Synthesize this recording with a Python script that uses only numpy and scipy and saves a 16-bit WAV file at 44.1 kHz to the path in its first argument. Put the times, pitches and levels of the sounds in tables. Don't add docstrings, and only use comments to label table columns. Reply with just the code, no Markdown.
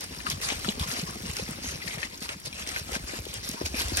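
import sys
import numpy as np
from scipy import signal
from scipy.fft import rfft, irfft, next_fast_len
from scipy.io import wavfile

SR = 44100
rng = np.random.default_rng(int(sys.argv[2]) if len(sys.argv) > 2 else 0)


def persist_wave(psi):
    counts = np.round(np.clip(psi, -1, 1) * 32767).astype(np.int16)
    wavfile.write(sys.argv[1], SR, np.atleast_2d(counts).T)


N = 176400
TIME = np.arange(N) / SR
HIT_TIME, SCUFF_TIME = TIME[:SR // 6], TIME[:SR // 4]

# start in seconds, length in seconds,
# crunch of grit in dB, hiss of leaves in dB, pitch of the rasp in Hz, level of the rasp in dB.
SCUFFS = [(0, 0.046, -40.5, -44, 4840, -48), (0.113, 0.13, -49, -47.5, 970, -58),
          (0.247, 0.042, -40, -39.5, 1090, -44.5), (0.294, 0.03, -37.5, -34.5, 3260, -42),
          (0.41, 0.045, -34, -32.5, 1120, -53), (0.456, 0.074, -32, -36.5, 1860, -61),
          (0.528, 0.15, -43.5, -42.5, 4220, -58), (0.631, 0.087, -41, -41.5, 3350, -45.5),
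          (0.787, 0.055, -36.5, -37, 1036, -44), (0.862, 0.078, -36.5, -37, 1370, -46),
          (0.942, 0.078, -38, -38, 960, -55), (1.056, 0.051, -43.5, -48, 1070, -48),
          (1.122, 0.033, -57, -55, 1190, -54), (1.242, 0.07, -42.5, -40.5, 2810, -50),
          (1.345, 0.049, -40, -37.5, 1430, -51), (1.386, 0.049, -43.5, -41, 1970, -63),
          (1.47, 0.063, -41.5, -45, 1330, -58), (1.622, 0.097, -40.5, -40.5, 6180, -43),
          (1.707, 0.063, -45, -42.5, 5870, -55), (1.81, 0.063, -54, -42, 2000, -55),
          (1.857, 0.098, -40.5, -41.5, 2170, -44.5), (1.974, 0.08, -39.5, -42, 2000, -47.5),
          (2.118, 0.031, -48, -50, 995, -56.5), (2.206, 0.052, -41, -39, 4460, -49),
          (2.277, 0.054, -39, -46.5, 1030, -55), (2.442, 0.029, -39.5, -38, 3700, -49),
          (2.532, 0.11, -45.5, -46.5, 2690, -48.5), (2.574, 0.053, -42, -42, 1610, -69),
          (2.658, 0.044, -39.5, -40.5, 2000, -49), (2.703, 0.096, -39, -40, 1370, -52),
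          (2.866, 0.059, -43.5, -49, 1350, -54.5), (2.925, 0.038, -33.5, -35, 1600, -57),
          (3.059, 0.13, -40.5, -42, 4940, -52), (3.267, 0.043, -50, -46, 1980, -67),
          (3.323, 0.049, -40, -44, 3070, -47), (3.424, 0.12, -44.5, -38, 2000, -54.5),
          (3.561, 0.062, -57, -43, 986, -47.5), (3.645, 0.017, -35.5, -32.5, 2350, -43),
          (3.735, 0.045, -37.5, -36, 2430, -40.5), (3.775, 0.046, -32, -29, 1670, -62),
          (3.83, 0.076, -41.5, -40.5, 955, -53), (3.96, 0.05, -31.5, -29, 1550, -43)]
# frequency in Hz, left over right in dB.
STEREO_BALANCE = [(60, 0.5), (200, 0.5), (400, 2.5), (700, 3.5), (1200, 7), (2400, 2), (4400, 1.3),
                  (8000, -0.5), (15000, 0.5)]


def from_db(db):
    return 10 ** (np.asarray(db) / 20)


def unit_rms(x):
    return x / np.sqrt(np.mean(x ** 2) + 1e-20)


def at_hz(points, hz):
    freqs, values = np.transpose(points)
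    return np.interp(np.log(np.maximum(hz, 1)), np.log(freqs), values)


def fade(t, t60):
    return 1000.0 ** (-np.maximum(t, 0) / t60)


def band(x, low_hz, high_hz, order=2):
    top = min(high_hz, .47 * SR)
    sos = signal.butter(order, [min(low_hz, top / 1.05), top], "band", fs=SR, output="sos")
    return signal.sosfilt(sos, x + 1e-18)


def drift(rate_hz):
    hop, settle = 40, 2000
    pole = np.exp(-2 * np.pi * hop * rate_hz / SR)
    noise = rng.standard_normal(N // hop + settle + 2)
    slow = signal.lfilter([1], [1, -2 * pole, pole * pole], noise)[settle:]
    return np.interp(np.arange(N) / hop, np.arange(len(slow)), unit_rms(slow))


def stereo_noise(size):
    return (rng.standard_normal(size) + rng.standard_normal((2, size))) / np.sqrt(2)


def add(out, start, sound):
    i = int(np.clip(start * SR, 0, N - 1))
    out[:, i:i + sound.shape[-1]] += sound[..., :N - i]


def scuff_shape(length, attack_s=0.015):
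    return np.clip(SCUFF_TIME / attack_s, 0, 1) * fade(SCUFF_TIME - length, t60=0.1)


def scuff_levels(rustle_db):
    power = np.ones((2, 1)) * from_db(rustle_db) ** 2
    for start, length, grit_db, leaf_db, _, _ in SCUFFS:
        add(power, start, (from_db([[grit_db], [leaf_db]]) * scuff_shape(length)) ** 2)
    return np.sqrt(power)


def crackle(colour, grains_per_s=1700, spread_db=2.5, flicker_db=3):
    fractures = rng.random(N) < grains_per_s / SR
    sizes = unit_rms(fractures * from_db(spread_db * np.minimum(rng.exponential(1, N), 5)))
    grains = np.hypot(sizes, from_db(-3))
    edges = np.geomspace(300, 17000, 26 + 1)
    out = np.zeros((2, N))
    for low, high in zip(edges, edges[1:]):
        gain = from_db(at_hz(colour, np.sqrt(low * high)) + flicker_db * drift(rate_hz=28.3))
        out += gain * band(grains * stereo_noise(N), low, high)
    return unit_rms(out)


def litter(grit, leaves):
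    # frequency in Hz, relative density in dB.
    grit_colour = [(300, -15), (500, 2.5), (800, 2), (1300, -1), (2300, 4.5), (3300, -0.5), (4800, -6),
                   (8000, -0.5), (16000, -44)]
    leaf_colour = [(300, -9), (2000, -22), (3500, 0), (5000, 8.5), (6300, -1.5), (7600, -18.5), (10000, -2),
                   (12300, -2.5), (13000, -41), (16000, -39)]
    return from_db(0.5) * grit * crackle(grit_colour) + from_db(-1) * leaves * crackle(leaf_colour)


def rasps(relative_width=0.15):
    out = np.zeros((2, N))
    edge = 1 + relative_width / 2
    for start, length, _, _, hz, db in SCUFFS:
        spiky_noise = stereo_noise(len(SCUFF_TIME)) * rng.exponential(1, len(SCUFF_TIME)) ** 2
        rasp = unit_rms(band(spiky_noise, hz / edge, hz * edge))
        add(out, start, from_db(db + 2.5) * rasp * scuff_shape(length))
    return out


def rumble(flock_db):
    # frequency in Hz, relative density in dB.
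    ground_colour = [(20, -40), (32, -18), (45, 9), (70, -6.5), (100, -8.5), (200, -4.5), (400, -8),
                     (800, -27.5)]
    gain = from_db(at_hz(ground_colour, np.fft.rfftfreq(N, 1 / SR)))
    return from_db(flock_db - 49) * unit_rms(irfft(rfft(stereo_noise(N)) * gain, N))


def snap(db, hz, crack_db, rise_s=0.0016, relative_width=0.36):
    noise = stereo_noise(len(HIT_TIME))
    edge = 1 + relative_width / 2
    body = unit_rms(band(noise, hz / edge, hz * edge, order=1))
    crack = unit_rms(band(noise, 5430, 12300)) * fade(HIT_TIME, t60=0.0054)
    burst = fade(HIT_TIME - rise_s, t60=0.017)
    debris = from_db(-18.5) * fade(HIT_TIME, t60=0.23)
    rise = np.clip(HIT_TIME / rise_s, 0, 1)
    return from_db(db - 9) * rise * (burst + debris) * body + from_db(db + crack_db - 7) * crack


def twigs(leaves, small_per_s=44):
    # start in seconds, level in dB, pitch in Hz,
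    # bright crack in dB relative to that level.
    near_snaps = [(.008, -24, 5300, 6), (0.039, -28, 5500, 5), (0.166, -35, 3520, -12),
                  (0.2993, -14.5, 5540, -9), (.314, -17.5, 3360, 0), (.373, -39, 7000, 5),
                  (0.414, -19.5, 2100, -2), (0.432, -25, 5000, 2), (0.442, -22, 4500, -6),
                  (0.593, -33, 3000, 12), (0.7957, -19.5, 3600, -3), (.8, -23.5, 5030, -5),
                  (.886, -28, 2220, 7), (.912, -20.5, 3860, -19), (.919, -23, 5600, -17),
                  (.99, -22, 5430, -5), (1.109, -38, 6000, 16), (1.334, -25, 5000, -8),
                  (1.367, -19.5, 5000, -5), (1.51, -32, 5200, 12.5), (1.639, -34, 5700, -17),
                  (1.8786, -20, 4800, -29), (1.982, -29, 2290, -6), (2.175, -29.5, 5960, -15),
                  (2.205, -28.5, 5490, -8), (2.224, -28, 5240, -12), (2.29, -16, 2200, -27),
                  (2.4, -35, 9600, 4), (2.4593, -25.5, 5700, 7), (2.673, -20, 5230, -6),
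                  (2.689, -18.5, 5200, -3), (2.866, -42, 8000, 7), (2.918, -24, 5570, 5),
                  (2.944, -25, 5600, -3), (2.95, -22, 5600, -14), (3.253, -27, 3420, 4.5),
                  (3.34, -25, 6200, 10), (3.49, -23, 6000, 11), (3.5115, -22, 6300, -10),
                  (3.6579, -17, 2470, -17), (3.66, -17, 4700, -8), (3.809, -17.5, 3020, -5),
                  (3.819, -18, 4000, -11), (3.882, -22, 6420, -12), (3.932, -27, 7000, -3),
                  (3.971, -12, 6350, 5.5)]
    out = np.zeros((2, N))
    for start, db, hz, crack_db in near_snaps:
        add(out, start, snap(db, hz, crack_db))
    for start in rng.uniform(0, N / SR, int(small_per_s * N / SR)):
        hz = 4500 * 2 ** rng.uniform(-1.83, 1)
        add(out, start, np.interp(start, TIME, leaves) * snap(rng.normal(1, 2.8), hz, crack_db=-18))
    return out


def thump(hz, peak_cycles, sharpness=2.18):
    cycles = hz * HIT_TIME
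    age = cycles / peak_cycles
    return np.sin(2 * np.pi * cycles) * (age * np.exp(1 - age)) ** sharpness


def hoof(knock_db, hz, peak_cycles, earth_db, earth_hz=500):
    earth = unit_rms(band(stereo_noise(len(HIT_TIME)), earth_hz / 2.04, earth_hz * 1.4))
    crumble = from_db(earth_db + 4) * earth * fade(HIT_TIME, t60=0.06)
    return from_db(knock_db - 0.5) * thump(hz, peak_cycles) + crumble


def landing(db, hz):
    return from_db(db + 2) * thump(hz, peak_cycles=0.95)


def hooves(flock_db, steps_per_s=45):
    # start in seconds, knock in dB, its pitch in Hz,
    # cycles until it peaks, crumbling earth in dB.
    near_falls = [(0.115, -38, 260, 2, -46), (0.173, -36, 172, 0.7, -48), (0.245, -37.5, 258, 1.7, -54),
                  (0.286, -29, 175, 0.61, -50), (0.316, -36, 143, 1, -51), (0.336, -32, 135, 0.84, -49),
                  (0.376, -33, 213, 0.91, -45.5), (0.441, -48, 286, 0.8, -47),
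                  (0.521, -31.5, 301, 0.63, -38), (0.558, -46, 232, 0.67, -58),
                  (0.659, -26, 149, 0.59, -61), (0.682, -22, 205, 1.7, -31),
                  (0.773, -31.5, 248, 1.9, -38.5), (0.811, -23, 137, 0.56, -51),
                  (0.859, -32, 177, 0.97, -45), (0.88, -33.5, 151, 0.99, -58),
                  (0.926, -35.0, 248, 2.3, -56), (0.988, -31, 224, 1, -40), (1.026, -25.0, 167, 1.4, -53),
                  (1.087, -33, 180, 0.98, -42), (1.121, -44, 207, 1, -50), (1.155, -34, 222, 1.8, -39.5),
                  (1.232, -32, 198, 1.7, -49), (1.254, -31, 194, 1.04, -43), (1.293, -27.5, 142, 0.75, -47),
                  (1.395, -25, 470, 1.13, -44), (1.421, -31, 180, 1.24, -43), (1.488, -28.5, 223, 1.1, -44),
                  (1.505, -31.5, 146, 1.2, -41), (1.583, -31.5, 227, 0.8, -41.5), (1.641, -37, 265, 2, -44),
                  (1.664, -37, 197, 0.98, -45), (1.746, -34, 145, 1.2, -45), (1.86, -34.5, 168, 0.94, -53),
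                  (1.946, -34, 135, 0.74, -44), (1.973, -30.5, 146, 0.67, -41),
                  (2.048, -37.0, 245, 1.2, -49), (2.218, -31.5, 210, 0.79, -44),
                  (2.357, -36.5, 179, 1.16, -57), (2.469, -35, 138, 1.15, -43), (2.671, -37, 286, 0.9, -53),
                  (2.768, -45, 306, 0.66, -42.5), (2.892, -31.0, 261, 0.38, -37),
                  (2.919, -32, 460, 1.4, -47), (2.962, -26, 211, 0.71, -47), (3.037, -36, 237, 0.8, -45.5),
                  (3.134, -29.5, 326, 0.71, -36.5), (3.186, -35, 159, 0.73, -40),
                  (3.266, -29.5, 443, 0.84, -43), (3.494, -25.5, 218, 0.64, -55),
                  (3.543, -26, 287, 0.59, -41.5), (3.613, -22.5, 328, 0.76, -32.5),
                  (3.665, -34, 298, 0.62, -46), (3.74, -27.5, 241, 1.12, -36.5),
                  (3.809, -32.5, 267, 0.71, -37.5), (3.919, -24.5, 282, 0.63, -37.5),
                  (3.935, -36, 200, 0.8, -43)]
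    # start in seconds, level in dB, pitch in Hz.
    heavy_landings = [(0.327, -31, 88), (0.368, -44, 79), (0.552, -36.5, 78), (0.8, -23.5, 76.5),
                      (1.143, -39.5, 75), (1.284, -32, 74.6), (1.669, -33.5, 70.4), (2.912, -36, 61),
                      (3.027, -36.0, 67), (3.19, -36, 84), (3.283, -38.5, 72), (3.633, -28.5, 80.6),
                      (3.702, -33.0, 68.3), (3.769, -36, 66), (3.842, -26, 67.4), (3.923, -28, 77.5),
                      (3.975, -34, 71.6)]
    out = np.zeros((2, N))
    for start, *fall in near_falls:
        add(out, start, hoof(*fall))
    for start, db, hz in heavy_landings:
        add(out, start, landing(db, hz))
    for step in range(int(steps_per_s * N / SR)):
        start = (step + rng.uniform(-1, 1)) / steps_per_s
        db = np.interp(start, TIME, flock_db) + rng.normal(-41.5, 2.5)
        polarity = rng.choice([-1, 1])
        knock_hz = 218.7 * 2 ** rng.uniform(-1.03, 1)
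        add(out, start, polarity * hoof(db, knock_hz, peak_cycles=0.96, earth_db=db - 15))
        add(out, start, landing(db - 5.5, hz=68.3 * np.exp(rng.normal(0, 0.17))))
    return out


def clack(db, hz, pan_db, rise_s=0.00044):
    # ratio to its pitch, level in dB, seconds to fall 60 dB.
    modes = [(0.999, -1.5, 0.026), (1.129, -10.5, 0.038), (1.36, -2, 0.021), (1.62, -5.5, 0.016),
             (2.3, -4.5, 0.012)]
    t = TIME[:SR // 20]
    ring = 0
    for ratio, mode_db, t60 in modes:
        gain = from_db(rng.normal(mode_db, 2)) * rng.choice([-1, 1])
        mode_hz = hz * ratio * rng.normal(1, 0.012)
        ring += gain * fade(t, t60) * np.sin(2 * np.pi * mode_hz * t)
    return from_db(db + np.array([[pan_db], [-pan_db]]) / 2) * ring * np.clip(t / rise_s, 0, 1)


def stones(grit, bounce_s=0.0048, pebbles_per_s=110):
    # start in seconds, level in dB, pitch in Hz, left over right in dB.
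    kicks = [(0.203, -28.5, 1790, 9), (0.267, -16.5, 1244, 10), (.487, -26, 2120, 12),
             (.502, -18.5, 2286, 9), (.646, -25.5, 1347, 18), (.6885, -14.5, 2960, 3),
             (1.095, -32, 1044, 16), (1.822, -28, 2000, 7.5), (1.877, -28.5, 1846, 20),
             (1.908, -31, 2330, 18), (1.993, -48, 2000, -4), (2.03, -22.5, 1880, 18.5),
             (2.126, -44, 1840, 1), (2.29, -26, 1475, 1), (2.528, -25.5, 2390, 4), (2.762, -18, 1515, 3),
             (2.771, -22.5, 1860, 6), (2.953, -23, 1592, 8), (3.287, -34, 2370, -4), (3.81, -28, 1600, -10)]
    out = np.zeros((2, N))
    for start, db, hz, heard_pan_db in kicks:
        pan_db = heard_pan_db - at_hz(STEREO_BALANCE, hz)
        add(out, start, clack(db - 4, hz, pan_db))
        add(out, start + bounce_s * rng.uniform(0.378, 1.8), clack(db - 11, hz, pan_db))
    for start in rng.uniform(0, N / SR, int(pebbles_per_s * N / SR)):
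        hz = 2236 * 2 ** rng.uniform(-1.168, 1.1)
        pebble = clack(rng.normal(-2.5, 2.8), hz, pan_db=rng.normal(0, 5))
        add(out, start, np.interp(start, TIME, grit) * pebble)
    return out


def scene():
    # time in seconds, level in dB.
    flock_rustle = [(0, -48), (.6, -44.5), (1.2, -44.5), (1.8, -46), (2.15, -49.5), (2.4, -50.5),
                    (2.7, -46.5), (3.25, -47), (3.7, -45), (4, -38.5)]
    rustle_db = np.interp(TIME, *np.transpose(flock_rustle))
    flock_db = rustle_db - rustle_db.mean()
    grit, leaves = scuff_levels(rustle_db)
    scuffing = litter(grit, leaves) + rasps()
    return scuffing + rumble(flock_db) + hooves(flock_db) + twigs(leaves) + stones(grit)


def record(dry, in_phase_below_hz=270, low_cut_hz=47, high_cut_hz=16000):
    # frequency in Hz, lead of the left in radians.
    stereo_phase = [(0, -1.5), (780, 3), (2840, 4.5), (3900, 4.5), (5170, 1.73), (5500, 0.84), (7000, 2.5),
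                    (7600, 3.5), (9730, 7), (11600, 8), (12800, 29), (16000, -6.5)]
    size = next_fast_len(N + SR // 10)
    hz = np.fft.rfftfreq(size, 1 / SR)
    phase = np.interp(hz, *np.transpose(stereo_phase)) * (1 - np.exp(-(hz / in_phase_below_hz) ** 2))
    side = np.array([[.5], [-.5]])
    response = from_db(side * at_hz(STEREO_BALANCE, hz)) * np.exp(1j * side * phase)
    heard = irfft(rfft(dry, size) * response, size)[:, :N]
    heard = signal.sosfilt(signal.butter(2, low_cut_hz, "high", fs=SR, output="sos"), heard)
    return signal.sosfilt(signal.ellip(10, .2, 80, high_cut_hz, fs=SR, output="sos"), heard)


dry = scene()
out = record(dry)
persist_wave(out)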